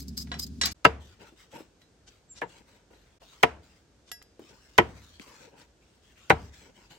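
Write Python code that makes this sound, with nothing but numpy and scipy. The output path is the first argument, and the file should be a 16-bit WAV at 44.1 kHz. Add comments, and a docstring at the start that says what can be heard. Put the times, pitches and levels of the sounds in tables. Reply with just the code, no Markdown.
"""A heavy cleaver chops five times through bone on a wooden block on a stone counter in a walled yard.
Each impact cracks the bone and excites the damped modes of block and blade; the yard reverberates.
A brief, wider scene comes first and is cut short: a low hum, a knife paring a vegetable, a clattering blade.
Between chops, friction makes a jacket rustle and sliding meat rasp; the meat smacks and bumps the block,
the blade clinks and a small bird calls once, all over quiet outdoor air."""
import sys
import numpy as np
from scipy import signal
from scipy.fft import rfft, irfft
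from scipy.io import wavfile
from scipy.ndimage import uniform_filter1d

SR = 44100
rng = np.random.default_rng(int(sys.argv[2]) if len(sys.argv) > 2 else 0)


def to_wav(s):
    """Save 16-bit WAV."""
    ch = np.atleast_2d(s).T  # columns
    pcm = np.round(np.clip(ch, -1, 1) * 32767)  # PCM
    wavfile.write(sys.argv[1], SR, pcm.astype(np.int16))


N = 307818
TIME = np.arange(N) / SR
SCENE_CHANGE_S = 0.737

# Levels in the tables are relative; a spectrum lists power density.
# spectrum of outdoor air: frequency_hz, level_db
AIR_SPECTRUM = [(15, -38), (30, -18.5), (50, 4), (75, -0.5), (150, -6), (451, -9), (1160, -21), (1520, -18),
                (2000, -23), (6400, -24), (9000, -30), (10200, -46), (11600, -38), (16000, -52.5)]
# spectrum of the rumble around the hum: frequency_hz, level_db
RUMBLE_SPECTRUM = [(40, -21), (70, 3.5), (110, -2.5), (220, 4), (275, 0), (320, -16.5), (400, -9.5),
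                   (520, -53), (1500, -47.5), (5000, -29), (12000, -47.5)]
# strokes of the paring knife: start_s, bite_db, tear_length_s
PARING_STROKES = [(0.004, -40, 0.023), (0.084, -45, 0.0091), (0.178, -32.5, 0.048), (0.397, -31, 0.041),
                  (0.469, -47.5, 0.0098), (0.659, -27, 0.015), (0.72, -39.5, 0.013)]
# spectrum of tearing peel: frequency_hz, level_db
PEEL_SPECTRUM = [(800, -23), (2800, -16.5), (4200, -0.5), (5800, -3), (8000, -4), (10200, -22.5),
                 (11700, -1), (13800, -19), (15200, -6), (16500, -16)]
# light knocks of the blade: start_s, contact_db, ring_db, tilt_db_per_octave, middle_lift_db
BLADE_KNOCKS = [(0.272, -52.5, -61.5, -4.5, 0), (0.3166, -33, -41.5, -6.5, 10.5),
                (0.341, -39, -45.5, -5.5, -18), (0.6131, -22.5, -23.5, 1.5, 4.5),
                (0.6354, -25.5, -37.5, -1.5, 19), (0.6569, -25.5, -42, 4, -3), (0.668, -36.5, -43, -5, 6),
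                (1.817, -62, -67, -3, 9.5), (4.1159, -37.5, -39.5, 0.5, -14), (4.216, -52.5, -78, -7.5, -2),
                (4.225, -54, -66, 3.5, -3)]
# spectrum of a hard contact: frequency_hz, level_db
CONTACT_SPECTRUM = [(150, -11.5), (700, -5.5), (2000, -1), (3500, -1.5), (6000, -3.5), (9000, -12.5),
                    (16000, -18)]
# modes of the steel blade: pitch_hz, level_db, t60_s
BLADE_MODES = [(705, -13, .11), (1653, -8, .16), (1958, -3, .11), (2692, -22, .3), (2860, -7, .06),
               (3320, -9, .1), (3530, -11, .08), (3957, -4, .15), (4279, -13, .11), (5035, -11, .36),
               (5510, -3, .15), (6806, -8, .09), (7311, -18, .15), (8000, -5, .04), (9044, -12, .12),
               (11340, -3, .09), (12060, -7, .06), (12630, -11, .07)]
# cleaver blows: start_s, level_db, bass_db, treble_db, decay_ratio, crack_db, counter_delay_s
CLEAVER_BLOWS = [(0.8496, -0.5, -1.5, 0.5, 0.92, -20.5, .0041), (2.4169, -17, -8, -5.5, 1.65, -24, .0041),
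                 (3.433, -3, -6.5, 2.5, 0.71, -10.5, .0045), (4.7834, -0.5, -0.5, -1.5, 1.03, -11, .0042),
                 (6.3018, -1.5, 0, -2, 1.02, -16, .0043)]
# resonances of the splitting bone, one list a chop: centre_hz, lift_db
BONE_RESONANCES = [
    [(1300, 13.5), (1620, 9.5), (2750, 9.5), (4750, 13)],
    [(490, 12), (950, 9), (1720, 12.5), (2850, 0)],
    [(715, 12.5), (1310, 2.5), (2450, 0.5), (3200, 5.5)],
    [(350, 6), (970, 10), (1930, 12.5), (3100, 7)],
    [(770, 8.5), (1500, 7), (2100, 8), (3900, 7.5)],
]
# spectrum of steel striking bone and wood: frequency_hz, level_db
BLOW_SPECTRUM = [(35, -33.5), (75, -8.5), (150, -4.5), (260, -4), (400, -1), (550, -2.5), (850, -0.5),
                 (1300, -5), (2300, -5), (3200, -14.5), (4500, -28.5), (8000, -32), (16000, -44)]
# decay of that blow: frequency_hz, t60_s
BLOW_DECAY = [(80, .16), (300, 0.08), (900, .065), (2000, 0.046), (5000, 0.084), (12000, 0.012)]
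# onset of that blow: frequency_hz, rise_s
BLOW_ONSET = [(80, .012), (350, 0.0049), (900, 0.00029), (3000, 0.0008)]
# modes of the wooden block: pitch_hz, level_db, t60_s
BLOCK_MODES = [(72, -21, .55), (148, -16, .15), (312, -11, .09), (365, -11, .09), (451, -3, .13),
               (603, -8, .09), (712, -10, .11), (880, -8, .07), (968, -2, .09), (1303, -9, .09),
               (1500, -8, .06), (1725, -13, .07), (1912, -8, .06), (2105, -10, .055), (2353, -12, .05),
               (2862, -16, .055)]
# spectrum of the yard's reverberation: frequency_hz, level_db
YARD_SPECTRUM = [(28, -12), (50, -1.5), (75, 9.5), (130, 0.5), (400, -3.5), (900, -1), (1700, -6),
                 (2800, -12), (4000, -22.5), (7000, -28), (16000, -53.5)]
# reverberation time of the yard: frequency_hz, t60_s
YARD_DECAY = [(80, 0.76), (300, 0.55), (1000, 0.33), (3000, 0.32), (10000, .3)]
# stereo balance of the chops: frequency_hz, left_minus_right_db
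CHOP_BALANCE = [(60, 0.5), (300, 1.5), (900, 4), (1500, 2), (2300, -5), (4000, -1), (8000, -3), (14000, 3)]
# arm movements in a padded jacket: start_s, length_s, level_db
ARM_MOVES = [(0.99, 0.13, -56.5), (1.19, 0.096, -55.5), (1.355, 0.075, -55.5), (1.505, 0.098, -52),
             (1.79, 0.023, -64), (2.08, .08, -63), (2.47, 0.12, -57.5), (2.655, 0.11, -60),
             (2.9, 0.24, -66.5), (3.2, .21, -57), (3.615, .16, -61.5), (4.395, 0.55, -59.5),
             (4.94, 0.22, -55), (5.19, 0.27, -53), (5.555, 0.063, -55), (5.8, .19, -69), (6.02, .11, -62),
             (6.15, 0.34, -58), (6.52, .14, -54), (6.74, .12, -59), (6.895, 0.02, -48.5)]
# spectrum of creasing cloth: frequency_hz, level_db
JACKET_SPECTRUM = [(530, -21), (900, -1.5), (3000, -1), (8250, -8), (9770, -22), (10100, -36.5),
                   (11300, -13), (12900, -24.5), (13700, -54.5), (14700, -14.5), (16000, -18)]
# pushes of meat and blade over the wood: start_s, length_s, level_db
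SLIDE_MOVES = [(1.185, .045, -48.5), (1.52, 0.061, -44), (2.49, .11, -56), (2.66, 0.14, -64),
               (2.895, 0.065, -57), (4.485, 0.038, -54), (5.24, 0.11, -58), (5.38, 0.082, -53.5),
               (5.51, 0.11, -56.5), (6.57, .13, -59), (6.76, 0.037, -60), (6.895, 0.026, -49.5)]
# spectrum of that sliding: frequency_hz, level_db
SLIDE_SPECTRUM = [(71, -32), (120, -3), (219, -3), (285, -3), (477, -2), (568, -1), (658, -13.5), (950, -2),
                  (1130, -30.5), (1450, -9), (1890, -19), (2580, -11.5), (4000, -45), (5200, -62),
                  (8800, -120)]
# meat, bone and hand bumping the block: start_s, level_db, pitch_hz, t60_s
BLOCK_BUMPS = [(1.215, -50, 418, 0.098), (1.32, -53.5, 295, 0.12), (1.575, -51.5, 485, .09),
               (1.603, -42.5, 306, 0.06), (2.907, -55, 398, 0.097), (3.217, -51.5, 695, 0.12),
               (4.393, -43.5, 350, 0.062), (4.417, -50, 312, 0.18), (5.197, -47, 2200, 0.0084),
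               (5.196, -45, 249, 0.071), (6.919, -62, 710, .08)]
# smacks of wet meat: centre_s, level_db, length_s
MEAT_SMACKS = [(2.083, -51.5, 0.017), (2.378, -50, 0.032), (4.089, -57, 0.028), (4.5, -57, 0.024),
               (5.22, -54, 0.0056), (5.615, -56.5, 0.014), (6.542, -55.5, 0.0093), (6.945, -70, 0.012)]
# spectrum of a smack: frequency_hz, level_db
SMACK_SPECTRUM = [(400, 1), (2000, -3.5), (3200, 2.5), (6000, 2.5), (9000, -9), (16000, -45)]
# likeness of left and right channels: frequency_hz, correlation
STEREO_CORRELATION = [(100, 0.97), (400, 0.76), (900, 0.41), (1600, 0.3), (4000, 0.089), (12000, 0.13)]


def amp(db):
    """Amplitude grows tenfold for every 20 dB."""
    return 10 ** (np.asarray(db) / 20)


def unit(x):
    """Normalisation to an rms of 1."""
    return x / np.sqrt(np.mean(x ** 2) + 1e-20)


def read(points, hz):
    """Interpolation of a table on a log-frequency axis."""
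    f, value = np.transpose(points)
    return np.interp(np.log(hz + 1), np.log(f + 1), value)


def add(mix, start_s, sound):
    """Superposition: a stereo sound joins the mix at start_s."""
    part = mix[:, max(round(start_s * SR), 0):][:, :sound.shape[1]]
    part += sound[:, :part.shape[1]]


def freqs(size):
    """The Fourier frequencies of a sound of this many samples."""
    return np.fft.rfftfreq(size, 1 / SR)


def wander(samples):
    """A moving average turns white noise into a slow fluctuation of rms 1."""
    return unit(uniform_filter1d(rng.standard_normal(N), samples))


def stereo_field(pair, spectrum):
    """Partial coherence: two signals are coloured and blended, alike in the bass, apart in the treble."""
    hz, (left, other) = freqs(pair.shape[1]), rfft(pair)
    correlation = read(STEREO_CORRELATION, hz)
    right = correlation * left + np.sqrt(1 - correlation ** 2) * other
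    return unit(irfft(np.array([left, right]) * amp(read(spectrum, hz)), pair.shape[1]))


def noise(spectrum, size=N):
    """Gaussian stereo noise filtered to a given spectrum."""
    return stereo_field(rng.standard_normal((2, size)), spectrum)


def crackle(spectrum, per_s, spread_db, size=N):
    """Shot noise: tiny snaps of uneven size arrive at random."""
    arrivals = rng.random(size) < per_s / SR
    snaps = arrivals * amp(spread_db * np.minimum(rng.exponential(1, size), 3))
    return stereo_field(snaps * rng.choice([-1, 1], (2, size)), spectrum)


def patchy(x, depth_db, width_hz=260, last_s=0.09):
    """Random spectral modulation: narrow patches of the spectrum come and go."""
    spectra = signal.stft(x, nperseg=512, noverlap=384)[2]
    bins, frames = int(width_hz * 512 / SR), int(last_s * SR / 128)
    field = uniform_filter1d(rng.standard_normal(spectra.shape[1:]), bins, axis=0)
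    field = unit(uniform_filter1d(field, frames, axis=1))
    modulated = signal.istft(spectra * amp(depth_db * field), nperseg=512, noverlap=384)[1]
    return unit(modulated[:, :x.shape[1]])


def swell(t, length_s, attack_s, release_s, sag_db=0):
    """An envelope from t = 0: linear attack, sagging hold, exponential release."""
    hold = amp(sag_db * np.clip(t / length_s, 0, 1))
    return np.clip(t / attack_s, 0, 1) * hold * np.exp(-np.maximum(t - length_s, 0) / release_s)


def outdoor_air(level_db=-63):
    """Stationary noise, strongest in the bass, forms the background."""
    return amp(level_db) * noise(AIR_SPECTRUM)


def hum(pitch_hz=70.5, waver=0.021, tone_db=-46, rumble_db=-44.5):
    """Slow frequency modulation makes a low tone waver over a steady rumble."""
    hz = pitch_hz * (1 + waver * wander(4000))
    tone = np.sqrt(2) * np.sin(2 * np.pi * np.cumsum(hz) / SR)
    return amp(tone_db) * tone + amp(rumble_db) * noise(RUMBLE_SPECTRUM)


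def paring(bite_s=0.0076, tear_db=-9.5, knife_hz=4960, knife_width_hz=130, knife_gain=4.6):
    """Fracture: peel snaps, then tears on more quietly, driving a resonance of the thin knife."""
    envelope = np.zeros(N)
    for start_s, db, length_s in PARING_STROKES:
        bite = np.exp(-2 * ((TIME - start_s) / bite_s) ** 2)
        tear = swell(TIME - start_s, length_s, attack_s=bite_s, release_s=0.0086)
        envelope += amp(db) * (bite + amp(tear_db) * tear)
    snaps = crackle(PEEL_SPECTRUM, per_s=2400, spread_db=2.5)
    tearing = envelope * patchy(snaps, depth_db=3, width_hz=400, last_s=.025)
    knife = signal.lfilter(*signal.iirpeak(knife_hz, knife_hz / knife_width_hz, SR), tearing)
    return (tearing + knife_gain * knife) * amp([[0], [-2.2]])


def minimum_phase(gain, size):
    """Causality: the filter with this gain curve rings after a hit, never before."""
    cepstrum = irfft(np.log(gain + 1e-9), size)
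    cepstrum[:, 1:size // 2] *= 2
    cepstrum[:, size // 2 + 1:] = 0
    return np.exp(rfft(cepstrum))


def shape_burst(x, colour_db, width_hz):
    """Equalisation sets a burst's broad colour and keeps its ripple; its energy is that of 10 ms at rms 1."""
    spectrum, size = rfft(x), x.shape[1]
    broad_power = uniform_filter1d(abs(spectrum) ** 2, int(width_hz * size / SR), axis=1)
    gain = amp(colour_db) / np.sqrt(abs(broad_power) + 1e-12)
    shaped = irfft(spectrum * minimum_phase(gain, size), size)
    return unit(shaped) * np.sqrt(.01 * SR / size)


def surface_reflections(x, latest_s=.003, count=8, strength=.3):
    """Interference with reflections from block, counter and pot lids ripples the spectrum."""
    hz, delays = freqs(x.shape[1]), rng.uniform(.0003, latest_s, count)
    reflections = sum(np.exp(-2j * np.pi * hz * delay_s) for delay_s in delays)
    ripple = 1 + strength * reflections * hz / (hz + 600)
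    return irfft(rfft(x) * ripple / np.sqrt(1 + count * strength ** 2), x.shape[1])


def ring(modes, tilt_db=0, middle_db=0, sustain=1, middle_hz=3930, middle_octaves=.2):
    """Free vibration is a sum of damped modes; those near middle_hz depend most on the striking point."""
    t, out = np.arange(SR) / SR, np.zeros((2, SR))
    for (hz, db, t60), (chance_db, phase, side) in zip(modes, rng.standard_normal((len(modes), 3))):
        # high modes reach left and right out of step
        stereo_phase = np.arccos(read(STEREO_CORRELATION, hz)) * np.sign(side) * np.array([[-.5], [.5]])
        octaves = np.log2(hz / middle_hz)
        lift_db = tilt_db * octaves + middle_db * np.exp(-(octaves / middle_octaves) ** 2)
        fade = amp(-60 * t / (t60 * sustain)) * (1 - np.exp(-t * hz))
        out += amp(db + chance_db + lift_db) * fade * np.sin(2 * np.pi * (hz * t + phase) + stereo_phase)
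    return out


def clinks(contact_t60_s=0.017, echo_t60_s=0.22, echo_db=-8, far_cutoff_hz=8500, free_sustain=1.36):
    """Light impacts excite the blade's modes; in the wide scene they are duller and reverberate."""
    out, hz, t = np.zeros((2, N)), freqs(SR), np.arange(SR) / SR
    lowpass = signal.butter(6, far_cutoff_hz, fs=SR, output="sos")
    for start_s, contact_db, ring_db, tilt_db, middle_db in BLADE_KNOCKS:
        far = start_s < SCENE_CHANGE_S
        fade = amp(-60 * t / contact_t60_s) + far * amp(echo_db - 60 * t / echo_t60_s)
        colour_db = read(CONTACT_SPECTRUM, hz) + tilt_db * np.log2((hz + 500) / 4000)
        contact = shape_burst(noise(CONTACT_SPECTRUM, SR) * fade, colour_db, width_hz=600)
        sustain = 1 if far else free_sustain  # held clear of the block, the blade rings longer
        clink = amp(contact_db) * surface_reflections(contact)
        clink += amp(ring_db) * ring(BLADE_MODES, tilt_db, middle_db, sustain)
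        if far:
            clink = signal.sosfilt(lowpass, clink) * (start_s + t < SCENE_CHANGE_S)
        add(out, start_s, clink)
    return out


def die_away(x, t60_of, rise_of, bands=14):
    """Frequency-dependent damping: each band swells and fades at its own rate."""
    size, out = x.shape[1], np.zeros_like(x)
    t, spectrum, centres = np.arange(size) / SR, rfft(x), np.geomspace(50, 16000, bands)
    for hz, share in zip(centres, np.eye(bands)):
        band = irfft(spectrum * read(np.c_[centres, share], freqs(size)), size)
        out += band * (1 - np.exp(-t / rise_of(hz))) * amp(-60 * t / t60_of(hz))
    return out


def bone_crack(rise_s=0.002, t60_s=0.023):
    """Brittle fracture releases a short broadband burst."""
    t = np.arange(SR) / SR
    return noise(CONTACT_SPECTRUM, SR) * (1 - np.exp(-t / rise_s)) * amp(-60 * t / t60_s)


def blow(resonances, decay_ratio, width_octaves=0.092, drive_db=-3):
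    """Impact noise, coloured by the bone's resonances, is strongest while the edge drives through."""
    hz, t = freqs(SR), np.arange(SR) / SR
    bone_db = sum(db * np.exp(-(np.log2((hz + 1) / f) / width_octaves) ** 2) for f, db in resonances)
    burst = die_away(noise(BLOW_SPECTRUM, SR), t60_of=lambda f: decay_ratio * read(BLOW_DECAY, f),
                     rise_of=lambda f: read(BLOW_ONSET, f))
    drive = 1 + amp(drive_db) * swell(t, length_s=.0075, attack_s=0.0024, release_s=0.0033)
    return shape_burst(burst * drive, read(BLOW_SPECTRUM, hz) + bone_db, width_hz=110)


def counter_reflection(x, delay_s, strength=0.21, cutoff_hz=1300):
    """Dipole radiation: the counter returns the blade's inverted back wave, which hollows the tone."""
    hz = freqs(x.shape[1])
    back_wave = strength / (1 + (hz / cutoff_hz) ** 2) * np.exp(-2j * np.pi * hz * delay_s)
    return irfft(rfft(x) * (1 - back_wave), x.shape[1])


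def chops(blow_db=-7, block_db=-12.5, steel_db=-46, yard_db=-31, crack_lead_s=0.0043):
    """Impulse excitation: the edge cracks the bone, block and blade ring, and the yard reverberates."""
    out, hz, t = np.zeros((2, N)), freqs(SR), np.arange(SR) / SR
    end_fade = np.minimum(4 * (1 - t), 1)
    for row, resonances in zip(CLEAVER_BLOWS, BONE_RESONANCES):
        start_s, db, bass_db, treble_db, decay_ratio, crack_db, delay_s = row
        chop = amp(blow_db) * counter_reflection(blow(resonances, decay_ratio), delay_s)
        add(chop, .001, amp(block_db) * ring(BLOCK_MODES))
        add(chop, .001, amp(steel_db) * ring(BLADE_MODES, tilt_db=-7))
        yard = die_away(noise(YARD_SPECTRUM, SR), lambda f: read(YARD_DECAY, f), rise_of=lambda f: .01)
        add(chop, .008, amp(yard_db) * yard)
        shelves_db = bass_db / (1 + (hz / 220) ** 2) + treble_db * hz ** 2 / (hz ** 2 + 1800 ** 2)
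        add(out, start_s, irfft(rfft(chop) * amp(db + shelves_db), SR) * end_fade)
        add(out, start_s - crack_lead_s, amp(db + crack_db) * bone_crack())
    balance_db = read(CHOP_BALANCE, freqs(N)) * np.array([[.5], [-.5]])
    return irfft(rfft(out) * amp(balance_db), N)


def stick_slip(moves, catch_db, catch_s):
    """Friction's envelope: each move speeds up, sags and stops while the surfaces catch at random."""
    gain = sum(amp(db) * swell(TIME - start_s, length_s, attack_s=0.027, release_s=.033, sag_db=-1)
               for start_s, length_s, db in moves)
    return gain * amp(catch_db * wander(int(catch_s * SR)))


def jacket(level_db=-2.5):
    """Cloth creases in many tiny snaps, which merge into a rustle as an arm moves."""
    cloth = patchy(crackle(JACKET_SPECTRUM, per_s=3500, spread_db=-0.5), depth_db=4.5)
    return amp(level_db) * stick_slip(ARM_MOVES, catch_db=1.13, catch_s=0.03) * cloth


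def slides(level_db=-2):
    """Sliding friction of meat and blade on wood makes a low rasp."""
    drag = patchy(crackle(SLIDE_SPECTRUM, per_s=2500, spread_db=0.5), depth_db=2)
    return amp(level_db) * stick_slip(SLIDE_MOVES, catch_db=2.7, catch_s=0.017) * drag


def bumps(width_octaves=0.465, rise_s=0.00066):
    """Soft impacts on the wood excite one broad, quickly damped band each."""
    out, hz, t = np.zeros((2, N)), freqs(SR), np.arange(SR) / SR
    for start_s, db, pitch_hz, t60_s in BLOCK_BUMPS:
        push = noise(BLOW_SPECTRUM, SR) * amp(-60 * t / t60_s) * (1 - np.exp(-t / rise_s))
        band_db = -20 * np.log10(1 + (np.log2((hz + 1) / pitch_hz) / width_octaves) ** 2)
        add(out, start_s, amp(db) * shape_burst(push, band_db, width_hz=170))
    return out


def smacks():
    """Adhesion fails: wet meat lets go in bursts of snaps, each coloured by its own reflections."""
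    out, t = np.zeros((2, N)), np.arange(SR) / SR - .5
    for centre_s, db, length_s in MEAT_SMACKS:
        snaps = crackle(SMACK_SPECTRUM, per_s=4600, spread_db=3, size=SR)
        burst = amp(db) * np.exp(-2 * (t / length_s) ** 2) * snaps
        add(out, centre_s - .5, surface_reflections(burst))
    return out


def bird(level_db=-44, start_hz=7650, end_hz=7150, echo_db=-12, echo_t60_s=0.71):
    """One thin call glides down in frequency; diffuse reflection from the walls prolongs it."""
    hz = np.interp(TIME, [2.29, 2.345], [start_hz, end_hz]) + 60 * wander(100)
    envelope = amp(level_db) * np.exp(-((TIME - 2.319) / 0.018) ** 2)
    call = envelope * np.sin(2 * np.pi * np.cumsum(hz) / SR)
    walls = rng.standard_normal((2, SR // 2)) * amp(-60 * np.arange(SR // 2) / SR / echo_t60_s)
    echo = signal.fftconvolve(call[None], walls / np.linalg.norm(walls[0]), axes=1)[:, :N]
    return call + amp(echo_db) * echo


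def scene():
    """The sources add by superposition; hum and paring stop when the wide scene ends."""
    cleaver = chops() + clinks()
    handling = (jacket() + slides() + smacks() + bumps()) * amp([[1.1], [-1.1]])
    wide_scene = (hum() + paring()) * (TIME < SCENE_CHANGE_S)
    return cleaver + handling + wide_scene + bird() + outdoor_air()


def record(dry, ceiling=.91, dip_s=0.01, second_dip_s=3.192, cutoff_hz=16200):
    """Soft saturation rounds the chops; the level dips at the scene change and once more; a low-pass follows."""
    rounded = dry / (1 + (dry / ceiling) ** 6) ** (1 / 6)
    dips = np.prod([1 - np.exp(-((TIME - s) / dip_s) ** 4) for s in (SCENE_CHANGE_S, second_dip_s)], axis=0)
    lowpass = signal.firwin(511, cutoff_hz, window=("kaiser", 9), fs=SR)
    return signal.oaconvolve(rounded * dips, lowpass[None], "same")


dry = scene()
out = record(dry)
to_wav(out)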